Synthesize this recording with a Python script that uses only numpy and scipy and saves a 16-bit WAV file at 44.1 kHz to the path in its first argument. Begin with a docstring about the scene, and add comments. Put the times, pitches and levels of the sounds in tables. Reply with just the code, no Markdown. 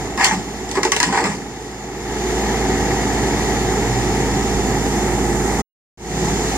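"""A small three-cylinder diesel excavator climbs a steel ramp outdoors, heard at two close microphone ports.
The engine is a stack of cycle harmonics under throbbing roar and hiss noise, with a clatter of noise bursts;
its drone is heard to swell and then run steadily. Early on the steel track clanks and grinds on the ramp:
damped rings and noise, with singing modes for the ramp.
The sound stops dead for a third of a second and fades in again."""
import sys
import numpy as np
from scipy import signal
from scipy.fft import rfft, irfft, next_fast_len
from scipy.io import wavfile
from scipy.ndimage import uniform_filter1d, map_coordinates

SR = 44100
rng = np.random.default_rng(int(sys.argv[2]) if len(sys.argv) > 2 else 0)


def wav_out(sig):
    """Save sig, one row per channel (or a flat mono array), as 16-bit PCM at SR to the path in sys.argv[1]."""
    wavfile.write(sys.argv[1], SR, np.round(np.clip(np.atleast_2d(sig).T, -1, 1) * 32767).astype(np.int16))


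N = 289737
STOP_S, RESUME_S, FADE_S = 5.62, 5.974, 0.29


def amp(db):
    """dB to gain."""
    return 10 ** (np.asarray(db) / 20)


def unit(x):
    """x at rms 1."""
    return x / np.sqrt(np.mean(x ** 2) + 1e-20)


def along(points, hz):
    """Read (frequency_hz, value) points on a log frequency axis."""
    f, v = np.transpose(points)
    return np.interp(np.log(hz + 1), np.log(f + 1), v)


def curves(table):
    """One automation curve, a value per sample, for each column after the time."""
    s, *columns = np.transpose(table)
    return [np.interp(np.arange(N) / SR, s, column) for column in columns]


def wobble(rate):
    """A smooth random curve, rate knots a second."""
    knots = rng.standard_normal(int(N * rate / SR) + 4)
    return map_coordinates(knots, [np.arange(N) * rate / SR])


def filtered(x, response):
    """x shaped by a complex response of frequency."""
    m = next_fast_len(N + SR // 2)
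    return irfft(rfft(x, m) * response(np.fft.rfftfreq(m, 1 / SR)), m)[..., :N]


def colour(spectrum):
    """The gain curve of a (frequency_hz, level_db) spectrum."""
    return lambda hz: amp(along(spectrum, hz))


def modes(table):
    """Causal resonances, each applied twice so that the valleys stay dark."""
    def response(hz):
        total = 0
        for centre, width, db in table:
            once = 1j * hz * width / (centre * centre - hz * hz + 1j * hz * width)
            total = total + amp(db) * once ** 2
        return total
    return response


def rush(response, patchy_db):
    """Noise for the direct and the scattered path, rms 1, with patches of random gain."""
    z = signal.stft(rng.standard_normal((2, N)), nperseg=512)[2]
    field = uniform_filter1d(rng.standard_normal(z.shape[1:]), 6, 0)  # smooth over frequency
    field = uniform_filter1d(field, 10, 1)  # and over time
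    noise = signal.istft(z * amp(patchy_db * unit(field)), nperseg=512)[1][:, :N]
    return unit(filtered(noise, response))


# four-stroke cycle at idle, under load and after the stop
IDLE_HZ, LOAD_HZ, LATER_HZ = 18.45, 18.34, 18.24
SURGE_S, SURGE_RISE_S, SURGE_HZ = 2.21, .5, .52


def cycle_hz():
    """Engine cycle rate: idle, one surge that peaks and settles, then a steady rate under load."""
    t = np.arange(N) / SR
    u = np.clip(t - SURGE_S, 0, None) / SURGE_RISE_S
    to_load = LOAD_HZ + (IDLE_HZ - LOAD_HZ) * np.exp(-u)
    steady = np.where(t < STOP_S, to_load, LATER_HZ)
    return steady + SURGE_HZ * (u * np.exp(1 - u)) ** 2


# loudness of the engine as heard: time_s, roar_db
HEARD_LOUDNESS = [(0, -27), (.25, -30.5), (.55, -29.5), (1.05, -31), (1.4, -32.5), (1.9, -31.5), (2.1, -27),
                  (2.3, -22.5), (2.5, -21.5), (4, -21.5), (5.6, -21.5), (6.57, -22.5)]
# how beat, hum, hiss and fizz follow the roar: full_level_db, db_per_roar_db
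LAYER_RULES = [(-27.5, 1.35), (-27.5, 1.22), (-30, 1.02), (-42, 1)]
FULL_DB = -22  # the roar at full level


def layers_db():
    """One heard loudness moves all layers: beat, hum, roar, hiss and fizz."""
    roar_db, = curves(HEARD_LOUDNESS)
    beat_db, hum_db, hiss_db, fizz_db = [
        full_db + grows * (roar_db - FULL_DB) for full_db, grows in LAYER_RULES]
    return beat_db, hum_db, roar_db, hiss_db, fizz_db


# multiples of the cycle, in which three cylinders fire: order, level_db (re hum), waver_db
ORDERS = [(6, -9, 2), (9, -20, 3), (10, -19, 3), (11, -5, 1.5), (12, -11, 2), (14, -17, 3), (15, -8, 2),
          (16, -9, 2.5), (18, -16, 3), (19, -5, 2), (20, -4, 2), (21, -10, 3), (22, -13, 3), (23, -13, 3),
          (24, -17, 3), (25, -13, 2), (40, -17, 3), (42, -17, 4), (44, -17, 3), (46, -17, 4), (50, -22, 4),
          (94, -25, 3), (100, -25, 4)]
# steady tones, maybe a pump: pitch_hz, level_db (re hum)
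PUMP_TONES = [(67.5, -15.5), (135, -7.5)]
# pump whine at order 60: time_s, level_db (sine peak)
PUMP_WHINE = [(0, -46), (1.2, -54), (1.5, -53), (2.0, -51), (2.25, -56), (6.57, -62.5)]
# a low hum swells briefly: centre_s, pitch_hz, level_db (sine peak), half_length_s
HUM_SWELLS = [(3.953, 119.5, -19.5, 0.12), (6.224, 164, -23, 0.16)]


def engine_tones(cycle):
    """Exhaust beat at three firings a cycle, wavering cycle orders, pump tones, whine and brief hum swells."""
    t = np.arange(N) / SR
    beat_db, hum_db, *_ = layers_db()
    tones = amp(beat_db - hum_db + .6 * wobble(9)) * np.sin(3 * cycle)
    for order, db, waver_db in ORDERS:
        phase = order * cycle + .18 * wobble(6) + rng.uniform(0, 7)
        tones += amp(db + waver_db * wobble(7)) * np.sin(phase)
    for hz, db in PUMP_TONES:
        phase = 2 * np.pi * hz * t + rng.uniform(0, 6.5)
        tones += amp(db + 1.5 * wobble(4.5)) * np.sin(phase)
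    tones *= amp(hum_db + 3)  # 3 dB turns a sine's rms into its peak
    tones += amp(curves(PUMP_WHINE)[0]) * np.sin(60 * cycle)
    for s, hz, db, half_s in HUM_SWELLS:
        tones += amp(db) * np.exp(-((t - s) / half_s) ** 2) * np.sin(2 * np.pi * hz * t)
    later = 0.6 * np.roll(tones, shift=190)  # the scattered path is longer, in samples
    return np.array([tones, later])


# low noise spectrum: frequency_hz, density_db (relative)
RUMBLE_SPECTRUM = [(15, -22.5), (28, -9.5), (45, 4), (70, 2.5), (110, -23.5), (200, -120)]


def rumble():
    """Very patchy low noise that follows the exhaust beat's level."""
    return amp(layers_db()[0] - 16.5) * rush(colour(RUMBLE_SPECTRUM), patchy_db=4.5)


# roar spectrum: frequency_hz, density_db (relative)
ROAR_SPECTRUM = [(45, -32.5), (80, -10), (125, -6), (170, -7.5), (240, -6.5), (330, -9), (400, -4.5),
                 (460, -7.5), (565, -19.5), (680, -13), (800, -7.5), (1090, -22), (1280, -18.5),
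                 (1460, -24), (1900, -20), (2200, -21), (2430, -27.5), (4000, -38), (8800, -120)]
# level of the roar below BASS_HZ: time_s, level_db (over the rest)
ROAR_BASS = [(0, -1), (.9, -5), (1.3, 3), (1.6, -7), (2.4, -7.5), (2.7, -1), (4.6, 1.5), (5.2, -0.5),
             (6.57, -2)]
BASS_HZ = 175


def roar(throb_db):
    """Coloured noise that throbs with the firings, its bass riding a curve of its own."""
    level_db = layers_db()[2] + throb_db + .4 * wobble(8)
    noise = amp(level_db) * rush(colour(ROAR_SPECTRUM), patchy_db=0.3)
    bass = filtered(noise, lambda hz: 1 / (1 + (hz / BASS_HZ) ** 8))
    return noise + (amp(curves(ROAR_BASS)[0]) - 1) * bass


# hiss spectrum: frequency_hz, density_db (relative)
HISS_SPECTRUM = [(1760, -13), (3000, -4.5), (3750, -5.5), (4530, -6.5), (6260, -3), (6930, 1), (7260, -3.5),
                 (8200, -21), (10700, -41), (18000, -120)]
# fizz spectrum: frequency_hz, density_db (relative)
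FIZZ_SPECTRUM = [(4820, -28.5), (8200, 3.5), (9930, -3), (10600, 2), (13900, -10), (15500, -28)]
# the top of the hiss broadens: time_s, sheen_db, hiss_db (over its layer rule)
BRIGHTENING = [(1.5, -57, 0), (4.5, -40, -0.5), (5.6, -33.5, -3.5), (5.9, -37, 0.5), (6.57, -34.5, 1)]


def oil_hiss(throb_db):
    """The hiss of oil: two bands of noise, hiss and a higher fizz, that throb gently with the firings."""
    *_, hiss_db, fizz_db = layers_db()
    oil_db = 0.28 * throb_db + 0.35 * wobble(6)
    hiss_db = hiss_db + oil_db + curves(BRIGHTENING)[1]
    hiss = amp(hiss_db) * rush(colour(HISS_SPECTRUM), patchy_db=.7)
    fizz = amp(fizz_db + oil_db) * rush(colour(FIZZ_SPECTRUM), patchy_db=1.2)
    return hiss + fizz


def engine():
    """Tones, rumble, roar and oil hiss; the orders and the throb follow one running cycle."""
    cycle = 2 * np.pi * np.cumsum(cycle_hz()) / SR
    # one cylinder fires harder than the others
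    throb_db = .5 * np.cos(cycle) + .4 * np.cos(2 * cycle) + .6 * np.cos(3 * cycle)
    return engine_tones(cycle) + rumble() + roar(throb_db) + oil_hiss(throb_db)


# valve and injector clatter: time_s, level_db (re roar)
CLATTER_LEVEL = [(0, -11.5), (2.1, -12), (2.6, -8.5), (3.5, -9.5), (4.2, -13.5), (6.57, -14.5)]
# the engine block it rings: pitch_hz, width_hz (one pass), level_db (relative)
BLOCK_MODES = [(790, 230, 5), (1756, 200, 1), (1902, 215, 3.5), (2117, 140, -1), (5200, 900, -23.5),
               (7000, 630, -18)]


def clatter():
    """Six uneven taps a cycle, short bursts of noise ringing the block."""
    turns = 6 * np.cumsum(cycle_hz()) / SR
    tap = turns.astype(int)
    size_db = rng.normal(0, 1.5, tap[-1] + 1)[tap] + 3 * (tap % 2)  # every other tap is raised 3 dB
    decay_db = 25 * (turns - tap)
    bursts = amp(size_db - decay_db) * rng.standard_normal((2, N))
    level_db = layers_db()[2] + curves(CLATTER_LEVEL)[0]
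    return amp(level_db) * unit(filtered(bursts, modes(BLOCK_MODES)))


# bands of the sheen: pitch_hz, width_hz (one pass), level_db (relative)
SHEEN_BANDS = [(6530, 2500, 9.5), (7540, 430, 4), (9600, 1300, -7)]


def sheen():
    """A wider band of hiss, resonated noise that comes up late."""
    return amp(curves(BRIGHTENING)[0]) * rush(modes(SHEEN_BANDS), patchy_db=1)


# the track dragging over the ramp: start_s, rise_s, hold_s, groan_db, rasp_db, bed_db (before track() trims)
TRACK_DRAGS = [(0.185, 0.014, 0.04, -20.5, -26, -35.5), (0.315, 0.004, 0.012, -37.5, -31.5, -30),
               (0.744, 0.024, 0.0046, -26.5, -37, -29.5), (1.063, 0.0092, 0.0089, -34, -41.5, -25),
               (1.108, 0.074, 0.014, -23, -28, -30), (1.135, 0.036, 0.018, -22, -28.5, -30),
               (1.227, 0.012, 0.02, -25, -31, -24.5), (1.28, 0.012, 0.049, -29.5, -34.5, -27.5)]


def drags():
    """Gains of groan, rasp and bed: each drag steps in 10 dB down, climbs, holds and falls."""
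    t = np.arange(N) / SR
    gains = np.zeros((3, N))
    fall_db_per_s = np.c_[[260, 147, 93]]
    for start, rise, hold, *db in TRACK_DRAGS:
        climb_db = 10 * np.clip((t - start) / rise - 1, -1, 0)
        fall_db = np.clip(t - start - rise - hold, 0, None) * fall_db_per_s
        drag = (t > start) * amp(np.c_[db] + climb_db - fall_db)
        gains = np.maximum(gains, drag)
    return gains


def steel(table, wander_db, noise_db):
    """A ramp part kept ringing, rms 1: unsteady modes wander together in pitch at random, over noise in them."""
    bent_s = np.cumsum(1 + .025 * wobble(14)) / SR  # one random bend for all the part's pitches
    sing = np.zeros(N)
    for hz, width, db in table:
        phase = 2 * np.pi * hz * bent_s + 2.7 * wobble(width / 2) + rng.uniform(0, 5.6)
        sing += amp(db + wander_db * wobble(30)) * np.sin(phase)
    return unit(unit(sing) * [[1], [.4]] + amp(noise_db) * rush(modes(table), patchy_db=1))


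def struck(t, hz, db, t60, rise):
    """One damped ring: a sine with a soft onset and an exponential decay."""
    return amp(db - 60 * t / t60) * (1 - np.exp(-t / rise)) * np.sin(2 * np.pi * hz * t)


def swell(t, db, t60, rise):
    """The envelope of a ramp part after a blow: an exponential rise and decay."""
    return amp(db - 60 * t / t60) * (1 - np.exp(-t / rise))


# track links hitting the ramp: start_s, crack_db, ping_hz, knock_hz, clang_hz, thump_hz,
# ribs_db, deck_db, frame_db (levels before the trims in track())
LINK_CLANKS = [(0.176, -15, 5200, 1860, 1060, 209, -18.5, -15.5, -18.5),
               (0.198, -24.5, 5330, 2080, 990, 291, -18.5, -14, -27.5),
               (0.2097, -20, 7460, 1720, 845, 222, -10, -21, -27),
               (0.226, -29, 6000, 1857, 1030, 394, -17, -14.5, -38),
               (0.244, -0.5, 7270, 1900, 990, 363, -16.5, -15, -25),
               (0.254, -26, 6510, 1950, 830, 388, -18.5, -16, -40),
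               (0.266, -16.5, 6940, 1830, 915, 390, -15.5, -18.5, -37),
               (0.284, -30, 6000, 1815, 900, 390, -24.5, -19, -40),
               (0.3102, -30, 5910, 1846, 880, 257, -12, -10, -25),
               (0.324, -35.5, 4860, 1945, 851, 282, -25.5, -14.5, -32),
               (0.691, -20.5, 5530, 1800, 910, 327, -46, -43, -34),
               (0.7135, -14.5, 6500, 1900, 824, 288, -27, -26, -20),
               (0.7538, -20.5, 5260, 1700, 1020, 384, -23.5, -15.5, -33.5),
               (0.773, -34.5, 6640, 2020, 1110, 391, -23, -12, -8.5),
               (0.8316, -7.5, 5700, 2005, 1080, 336, -11, -13, -24.5),
               (0.851, -12.5, 5970, 1906, 876, 371, -14.5, -10, -9),
               (0.9195, -2.5, 6080, 2030, 1120, 338, -7.5, -10, -30.5),
               (0.9641, -9.5, 6730, 1960, 937, 450, -14, -19, -19.5),
               (0.989, -28, 6500, 1900, 900, 330, -39.5, -42, -43.5),
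               (1.0014, -5.5, 7000, 1800, 953, 325, -8.5, -10.5, -34),
               (1.0294, -3.5, 6000, 1650, 988, 296, -7.5, -7.5, -16),
               (1.0707, -29.5, 5890, 1850, 900, 330, -25.5, -29.5, -32),
               (1.088, -36.5, 5900, 1890, 970, 215, -31, -15, -30.5),
               (1.099, -36, 5900, 1890, 978, 260, -31.5, -17, -22),
               (1.1252, -23, 4360, 1532, 1045, 320, -17, -12, -19.5),
               (1.145, -29, 5000, 1526, 970, 316, -18, -14, -24.5),
               (1.174, -28, 6000, 1490, 840, 436, -16, -13, -18.5),
               (1.195, -33.5, 6000, 2148, 856, 452, -25, -12, -22),
               (1.215, -35, 5500, 1900, 797, 363, -22.5, -16, -13.5),
               (1.2407, -16.5, 5230, 1989, 760, 226, -17.5, -14, -21.5),
               (1.255, -31, 5500, 1887, 857, 430, -22, -14, -20.5)]
# crack noise spectrum: frequency_hz, density_db (relative)
CRACK_SPECTRUM = [(1530, -47.5), (2600, 0), (3670, -2.5), (6000, -0.5), (7800, -1.5), (8720, -12.5),
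                  (10200, -15), (14500, -32.5), (15500, -42)]
# resonances of the ramp's ribs, the highest part: pitch_hz, width_hz (one pass), level_db (relative)
RIB_MODES = [(1340, 150, -12), (1520, 150, -7), (1700, 160, -3), (1885, 160, -1.5), (2090, 160, -2),
             (2250, 150, -7), (2470, 150, -11)]
# resonances of its deck: pitch_hz, width_hz (one pass), level_db (relative)
DECK_MODES = [(651, 100, -9.5), (798, 100, 0), (861, 98, -0.5), (990, 80, 1), (1064, 110, -3),
              (1194, 110, -4.5)]
# resonances of its frame, the lowest part: pitch_hz, width_hz (one pass), level_db (relative)
FRAME_MODES = [(291, 60, -6.5), (374, 55, -2), (450, 50, 2), (592, 110, -8.5)]
# the truck bed under the ramp: pitch_hz, width_hz (one pass), level_db (relative)
BED_MODES = [(199, 72, -11.5), (267, 67, -12.5)]
CLANK_T60_S = 0.21


def track():
    """Links crack, ping, knock, clang and thump at their own pitches; larger ramp parts swell later; drags grind."""
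    crack, rings, ribs, deck, frame = np.zeros((5, N + SR))
    blows = np.zeros((3, N))  # the first contact, a clean tap on each part
    t, t60 = np.arange(SR // 3) / SR, CLANK_T60_S
    for s, crack_db, ping_hz, knock_hz, clang_hz, thump_hz, ribs_db, deck_db, frame_db in LINK_CLANKS:
        start = round(s * SR)
        at = slice(start, start + len(t))
        blows[:, start] = amp([ribs_db + 18.5, deck_db + 20, frame_db + 30.5])
        snap_and_tail = 1.3 * amp(-60 * t / .014) + .5 * amp(-60 * t / t60)
        crack[at] += amp(crack_db - 10) * snap_and_tail
        rings[at] += struck(t, ping_hz, crack_db - 4, t60=.02, rise=.0003)
        rings[at] += struck(t, knock_hz, ribs_db - 2, t60=.034, rise=.0007)
        rings[at] += struck(t, clang_hz, deck_db - 2, t60=.085, rise=.0015)
        rings[at] += struck(t, thump_hz, frame_db, t60=.09, rise=.002)
        ribs[at] += swell(t, ribs_db - 9.5, 0.67 * t60, rise=.00094)
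        deck[at] += swell(t, deck_db - 14, 0.8 * t60, rise=.003)
        frame[at] += swell(t, frame_db - 16, 1.5 * t60, rise=.005)
    groan, rasp, bed = drags()
    slips = amp(1.5 * wobble(200))  # the drag stutters a little
    taps = rings[:N]
    for blow, part in zip(blows, [RIB_MODES, DECK_MODES, FRAME_MODES]):
        taps = taps + filtered(blow, modes(part))
    ribs_gain = ribs[:N] + slips * groan * amp(-6)
    deck_gain = deck[:N] + slips * groan * amp(-4)
    return ((crack[:N] + slips * rasp) * rush(colour(CRACK_SPECTRUM), patchy_db=2.5)
            + taps * [[1], [.3]]  # direct, scattered
            + ribs_gain * steel(RIB_MODES, wander_db=3, noise_db=7)
            + deck_gain * steel(DECK_MODES, wander_db=2.5, noise_db=3)
            + frame[:N] * steel(FRAME_MODES, wander_db=1, noise_db=-2)
            + bed * rush(modes(BED_MODES), patchy_db=5.5))


# balance of the two ports: frequency_hz, level_db (left over right)
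PORT_TILT = [(60, -5), (130, -2.5), (300, -4), (700, -4.5), (1300, -7), (1700, 1), (2300, 5), (2900, -4),
             (5000, -3), (6200, 3), (7100, -14.5), (9000, -6), (12500, -7), (14000, -16)]
# likeness of the ports for equally strong paths: frequency_hz, likeness (0-1)
PORT_LIKENESS = [(40, .93), (80, .85), (140, .86), (220, .97), (380, .99), (600, .92), (850, .98),
                 (1500, .6), (2000, .85), (3500, .65), (5500, .36), (7500, .52), (12000, .4), (15000, .15)]
# phase by which the left port leads: frequency_hz, lead_rad
PORT_LEAD = [(60, 0), (300, -0.1), (700, 0.53), (1400, -.6), (1700, 0.3), (2500, -2), (3800, -3),
             (5200, -7), (6200, -10.5), (8000, -9.5), (15000, -21.5)]
# a near surface answers in the treble, a row each for left and right: delay_s, level_db
NEAR_ECHO = [(0.0011, -23), (0.001135, -17.5)]


def ports(paths):
    """Direct sound reaches both ports, shaded and shifted by the housing; scattered sound differs between them."""
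    side = np.array([[1], [-1]])  # left, right
    delay_s, echo_db = np.transpose(NEAR_ECHO)[..., None]

    def path_gains(hz):
        turn = np.arccos(np.clip(along(PORT_LIKENESS, hz), 0, 1)) / 2
        return np.array([np.cos(turn), np.sin(turn)])

    def port_response(hz):
        shade = amp(side * along(PORT_TILT, hz) / 2)
        shift = np.exp(.5j * side * along(PORT_LEAD, hz))
        treble = 1 / (1 + (1900 / (hz + 1)) ** 4 + (hz / 8500) ** 6)
        echo = amp(echo_db) * np.exp(-2j * np.pi * hz * delay_s) * treble
        return shade * shift * (1 + echo)

    direct, scattered = filtered(paths, path_gains)
    return filtered(direct + side * scattered, port_response)


# the machine moves across the ports: time_s, level_db (left over right)
MACHINE_DRIFT = [(0, 2.5), (1.5, 3), (4, 2.6), (5.6, 2), (5.9, 2.9)]


def scene():
    """Engine and track at the two ports, the balance drifting as the machine moves."""
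    pan_db, = curves(MACHINE_DRIFT)
    heard = ports(engine() + clatter() + sheen() + track())
    return heard * amp(np.array([pan_db, -pan_db]) / 2)


TOP_HZ = 15660


def record(dry):
    """Round the highest peaks, stop dead, stay silent, fade in straight from a small step, and limit the band."""
    t = np.arange(N) / SR
    stop = np.clip((STOP_S - t) / .012, 0, 1)
    fade = (t > RESUME_S) * np.clip(0.049 + (t - RESUME_S) / FADE_S, 0, 1)
    rounded = dry / (1 + np.abs(dry / .95) ** 4) ** (1 / 4)
    return filtered(np.maximum(stop, fade) * rounded, lambda hz: hz < TOP_HZ)


dry = scene()
out = record(dry)
wav_out(out)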